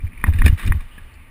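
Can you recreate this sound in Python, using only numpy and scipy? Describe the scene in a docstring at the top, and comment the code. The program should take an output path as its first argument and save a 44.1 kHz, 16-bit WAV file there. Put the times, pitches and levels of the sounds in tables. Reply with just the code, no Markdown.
"""Low thumps and wind rumble are heard as a mountain bike jolts over dry dirt, from a camera riding along.
Bumps shake the camera mount and air buffets the microphone. A hard part knocks three times and the
chain clatters, each impact exciting damped modes. The tyres scrub over grit and drone through the
frame; then the bike coasts on with a faint whirr. The recorder's sample-and-hold adds a gritty treble."""
import sys
import numpy as np
from scipy import signal
from scipy.fft import rfft, irfft
from scipy.io import wavfile

SR = 44100
rng = np.random.default_rng(int(sys.argv[2]) if len(sys.argv) > 2 else 0)


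def wrap_up_sound(samples):
    """Save the sound to the file named by the first command line argument, as 16-bit audio."""
    columns = np.atleast_2d(samples).T
    # keep every value between -1 and 1, then stretch to whole-number steps
    tamed = np.clip(columns, -1, 1)
    steps = np.round(tamed * 32767).astype(np.int16)
    wavfile.write(sys.argv[1], SR, steps)


N = 57330
T = np.arange(N) / SR

# bumps that shake the camera mount (time [s], level [dB], frequency [Hz], swell time [s])
MOUNT_THUMPS = [(.036, -15, 82.6, 0.0099), (0.279, -5, 78.2, 0.011), (0.346, -11.5, 84.7, 0.0093),
                (.442, -3.5, 72.5, 0.0127), (0.5261, -5.5, 83.7, 0.0057), (0.655, -12.5, 88.4, 0.016),
                (0.702, -10.5, 83.2, 0.01), (0.744, -12, 73.7, .012)]
# buffets of air on the microphone (time [s], level [dB], frequency [Hz], swell time [s])
AIR_BUFFETS = [(0.24, -12.5, 35.4, 0.0073), (0.317, -13.5, 24.3, 0.0071), (.390, -5.5, 27.2, 0.016),
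               (0.495, -2, 36.3, 0.004), (0.648, -12.5, 30, 0.01), (0.69, -5.5, 27, 0.01),
               (0.786, -18, 21.1, 0.005)]
# dull blows of the tyres on the ground (time [s], level [dB], decay time [s])
TYRE_THUDS = [(0.031, -52, 0.036), (0.24, -20.5, 0.0082), (0.264, -23.5, 0.019), (.284, -18.5, 0.0034),
              (0.4637, -17.5, 0.0089), (.525, -28, 0.0026), (.741, -29.5, 0.013), (0.803, -33, 0.0077),
              (.979, -37, 0.0037)]
# spectrum of those blows (frequency [Hz], relative level [dB])
THUD_SPECTRUM = [(70, -23), (160, 11), (260, -0.5), (420, -16.5), (700, -18), (1150, -11.5), (1700, -36),
                 (3000, -45)]
# three hard knocks, with faint ones after the first (time [s], peak level [dB])
HARD_KNOCKS = [(0.2396, -6.5), (.2665, -23), (.2845, -38), (.3255, -31), (0.4185, -11), (0.7209, -11.5)]
# modes of the knocked part (frequency [Hz], relative level [dB], t60 [s])
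PART_MODES = [(945, -7.5, 0.0098), (1168, -4, 0.011), (1895, 0, .023), (2115, -11.5, 0.036),
              (2495, -9, .02), (3715, -20.5, 0.015)]
# showers of chain-link impacts (time [s], level [dB], decay time [s], tilt [dB/octave])
CHAIN_SHOWERS = [(0.266, -32.5, 0.017, -9.5), (0.3343, -28.5, 0.0077, -3), (0.386, -27, 0.0079, -3),
                 (0.4591, -18.5, 0.0048, 5), (0.462, -12.5, 0.0042, -0.5), (0.479, -14.5, 0.0039, -2),
                 (0.662, -37, 0.01, 11), (0.674, -26.5, 0.0039, 0), (0.805, -38, 0.008, -3),
                 (0.978, -40.5, 0.013, -11)]
# modes of the frame before tilting (frequency [Hz], relative level [dB], t60 [s])
FRAME_MODES = [(1140, -17, 0.018), (1665, 0.5, 0.02), (1834, 4, 0.0093), (2020, 0, 0.0096),
               (2420, 2.5, 0.016), (2853, -15, 0.074), (3040, -23, 0.0098), (3662, -8, 0.027),
               (4070, -8.5, 0.0066), (5230, -7.5, 0.005)]
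# envelope of the tyre noise on dirt (time [s], level [dB])
TYRE_LEVEL = [(0, -58.5), (.05, -51.5), (.11, -55.5), (.22, -49.5), (.29, -41), (.32, -52), (.37, -42),
              (.43, -43), (.455, -32), (.50, -41), (.55, -48), (.573, -49), (.582, -34.5), (.612, -37.5),
              (.630, -35.5), (.645, -41.5), (.68, -36.5), (.70, -42), (.76, -47.5), (.87, -52), (.98, -50),
              (1.3, -55.5)]
# spectrum of rolling tyres (frequency [Hz], relative level [dB])
ROLL_SPECTRUM = [(300, -2), (650, -4), (1150, -7), (1850, 2.5), (2400, -0.5), (3000, -6), (3700, -13.5),
                 (4300, -14.5), (5800, -24.5)]
# spectrum of scrubbing tyres (frequency [Hz], relative level [dB])
SCRUB_SPECTRUM = [(300, -3.5), (700, -30), (1200, -13.5), (1600, 2), (2400, -3), (3200, -11.5), (3650, -8),
                  (4300, -20), (5200, -19), (5800, -23)]
# resonances in the tyre noise (frequency [Hz], width [Hz], lift [dB])
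TYRE_RESONANCES = [(896, 100, 7.5), (1158, 186, 12.5), (1912, 55, 4), (2453, 130, 4), (2952, 140, 6),
                   (3630, 160, 6.5)]
# light ticks of the coasting hub (time [s], peak level [dB])
TICKS = [(.0045, -37), (.0675, -37.5), (.0755, -37), (.1205, -42), (.132, -37.5), (.176, -34), (.1985, -42),
         (.2125, -33)]
# modes of the hub (frequency [Hz], relative level [dB], t60 [s])
TICK_MODES = [(2020, -10, 0.011), (2415, -4.5, 0.031)]
# whirr of the coasting wheel (time [s], centre frequency [Hz], level [dB])
WHEEL_WHIRR = [(0, 2345, -55), (.10, 2350, -66), (0.138, 2380, -51), (0.269, 2400, -61.5),
               (0.801, 2829, -75), (.87, 3030, -84), (0.921, 2950, -51.5), (1.051, 2937, -67),
               (1.17, 2465, -57), (1.3, 2280, -59)]
# small stones flicked by the tyres (time [s], level [dB], decay time [s])
STONE_FLICKS = [(.884, -61, 0.0046), (1.138, -53, 0.008)]
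# spectrum of a flicked stone (frequency [Hz], relative level [dB])
STONE_SPECTRUM = [(2000, -25), (3600, -12), (4400, 8), (5200, -3), (6000, -18)]
# envelope of the tyre drone in the frame (time [s], level [dB])
DRONE_LEVEL = [(0, -50), (.06, -43.5), (.15, -47.5), (.22, -49), (.26, -38), (.32, -35.5), (.36, -37.5),
               (.42, -27), (.47, -21.5), (.50, -36), (.60, -45.5), (.65, -35.5), (.69, -25.5), (.73, -33),
               (.78, -48), (.89, -56.5), (.99, -55.5), (1.1, -53.5), (1.3, -53.5)]
# spectrum of the drone (frequency [Hz], relative level [dB])
DRONE_SPECTRUM = [(40, -9), (90, 7), (130, -1), (240, 0), (330, -11), (500, -21.5), (800, -32.5),
                  (1500, -49)]
# envelope of the wind rumble (time [s], level [dB])
WIND_LEVEL = [(0, -34.5), (.07, -28.5), (.12, -46), (.18, -33), (.25, -31), (.55, -20), (.595, -44.5),
              (.65, -20), (.76, -31), (.85, -31.5), (.90, -44), (1.04, -38.5), (1.3, -44)]
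# spectrum of the wind (frequency [Hz], relative level [dB])
WIND_SPECTRUM = [(8, -32), (22, 3), (45, -10.5), (85, -10.5), (130, -24.5), (300, -60)]


def amp(db):
    """Amplitude grows tenfold every 20 dB."""
    return 10 ** (np.asarray(db) / 20)


def unit(x):
    """Normalisation to rms 1."""
    return x / np.sqrt(np.mean(x ** 2) + 1e-20)


def curve(points):
    """Linear interpolation of (time, value) points at every sample."""
    return np.interp(T, *np.transpose(points))


def colour(x, spectrum, peaks=()):
    """Spectral shaping, with resonances as bell-shaped lifts; the result has rms 1."""
    hz, db = np.transpose(spectrum)
    f = np.fft.rfftfreq(N, 1 / SR)
    base_db = np.interp(np.log(f + 1), np.log(hz), db)
    lift_db = sum(height / (1 + (2 * (f - centre) / width) ** 2) for centre, width, height in peaks)
    return unit(irfft(rfft(x) * amp(base_db + lift_db), N))


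def noise(spectrum):
    """Filtered white noise takes on the filter's spectrum."""
    return colour(rng.standard_normal(N), spectrum)


def drift(hz):
    """Low-passed noise gives a slow random fluctuation of rms 1."""
    return unit(signal.sosfilt(signal.butter(2, hz, fs=SR, output="sos"), rng.standard_normal(N)))


def since(start):
    """Seconds since an event, zero before it."""
    return np.maximum(T - start, 0)


def burst(start, db, decay, rise_s=0.00022):
    """An impact envelope: quick rise, exponential decay."""
    t = since(start)
    return amp(db) * (1 - np.exp(-t / rise_s)) * np.exp(-t / decay)


def clicks(per_s, spread_db=0):
    """Shot noise: independent impulses of random sign."""
    size = amp(spread_db * np.minimum(rng.exponential(1, N), 4))
    return unit(size * rng.choice([-1, 1], N) * (rng.random(N) < per_s / SR))


def ring(modes):
    """Superposed damped modes; alternating signs make the ring swell just after the blow."""
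    t = T[:SR // 10]
    return sum((-1) ** k * amp(db - 60 * t / t60) * np.sin(2 * np.pi * hz * t)
               for k, (hz, db, t60) in enumerate(modes))


def wobble(start, db, hz, swell):
    """A heavily damped oscillation whose envelope peaks at the swell time."""
    t = since(start)
    return -amp(db) * t / swell * np.exp(1 - t / swell) * np.sin(2 * np.pi * hz * t)


def jolts():
    """Transient excitation: tyres thud on ridges, the mount shudders, air pushes on the microphone."""
    thuds = sum(burst(*row) for row in TYRE_THUDS) * noise(THUD_SPECTRUM)
    shudders = sum(wobble(*row) for row in MOUNT_THUMPS)
    buffets = sum(wobble(*row) for row in AIR_BUFFETS)
    return thuds + shudders + buffets


def knocks(events, modes, rise_s=0.00056, glide_s=0.00099):
    """Free vibration: a hard part rings in the same modes after every blow."""
    tone = ring(modes)
    t = T[:len(tone)]
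    lag = 0.41 * glide_s * (1 - np.exp(-t / glide_s))  # starts 41% flat and slides up to pitch
    tone = np.interp(t - lag, t, tone) * (1 - np.exp(-t / rise_s))
    tone /= abs(tone).max()
    return sum(amp(db) * np.interp(since(start), t, tone) for start, db in events)


def chain_clatter(links_per_s=3300, pivot_hz=2000):
    """Convolution: each click of a chain link sets off the frame's impulse response."""
    out = np.zeros(N)
    for start, db, decay, tilt in CHAIN_SHOWERS:
        frame = ring([(hz, level + tilt * np.log2(hz / pivot_hz), t60) for hz, level, t60 in FRAME_MODES])
        force = burst(start, db, decay) * clicks(links_per_s)
        out += signal.fftconvolve(force, frame / np.linalg.norm(frame))[:N]
    return out


def tyres(roll_db=-52.5, scrub_db=-26, flutter_db=4.8):
    """Contact noise: a smooth rolling hiss gives way to the shot noise of grit as the tyres scrub."""
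    level = curve(TYRE_LEVEL)
    scrub = np.clip((level - roll_db) / (scrub_db - roll_db), 0, 1)  # 0 plain rolling, 1 full scrub
    grit = clicks(per_s=2700, spread_db=3.5)
    dirt = np.sqrt(scrub) * grit + np.sqrt(1 - scrub) * rng.standard_normal(N)
    rolling = colour(dirt, ROLL_SPECTRUM, TYRE_RESONANCES)
    scrubbing = colour(dirt, SCRUB_SPECTRUM, TYRE_RESONANCES)
    flutter = flutter_db * scrub * drift(hz=58)
    return amp(level + flutter) * ((1 - scrub) * rolling + scrub * scrubbing)


def hub(width_hz=480):
    """Random modulation of a tone gives the wheel's narrow-band whirr; light impacts tick in the hub."""
    pitch = curve([(time, hz) for time, hz, db in WHEEL_WHIRR])
    level = curve([(time, db) for time, hz, db in WHEEL_WHIRR])
    phase = 2 * np.pi * np.cumsum(pitch) / SR
    whirr = drift(width_hz / 2) * np.cos(phase) + drift(width_hz / 2) * np.sin(phase)
    return amp(level) * whirr + knocks(TICKS, TICK_MODES)


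def stones():
    """Impact noise: each stone flicked by a tyre gives a faint, bright, decaying burst."""
    return sum(burst(*row) for row in STONE_FLICKS) * noise(STONE_SPECTRUM)


def frame_drone():
    """Structure-borne sound: the frame carries the tyres' vibration as a low drone."""
    return amp(curve(DRONE_LEVEL)) * noise(DRONE_SPECTRUM)


def wind():
    """Pressure fluctuations of the wind make a low rumble, strongest on the rough stretch."""
    return amp(curve(WIND_LEVEL)) * noise(WIND_SPECTRUM)


def scene():
    """Superposition: all sources add at one microphone."""
    impacts = jolts() + knocks(HARD_KNOCKS, PART_MODES) + chain_clatter()
    return (impacts + hub() + tyres() + stones() + wind() + frame_drone())[None]


def record(dry, ceiling=0.96, hold_hz=12000, cutoff_hz=15450):
    """Spectral imaging: after soft clipping, a slow sample-and-hold mirrors the sound into the treble."""
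    soft = dry / (1 + (dry / ceiling) ** 10) ** .1
    slow = signal.resample_poly(soft, hold_hz, SR, axis=1, window=("kaiser", 5))
    steps = np.repeat(slow, 4, axis=1)
    held = signal.resample_poly(steps, SR, 4 * hold_hz, axis=1)[:, :N]
    lowpass = signal.firwin(201, cutoff_hz, window=("kaiser", 9), fs=SR)
    return signal.oaconvolve(held, lowpass[None], "same")


dry = scene()
out = record(dry)
wrap_up_sound(out)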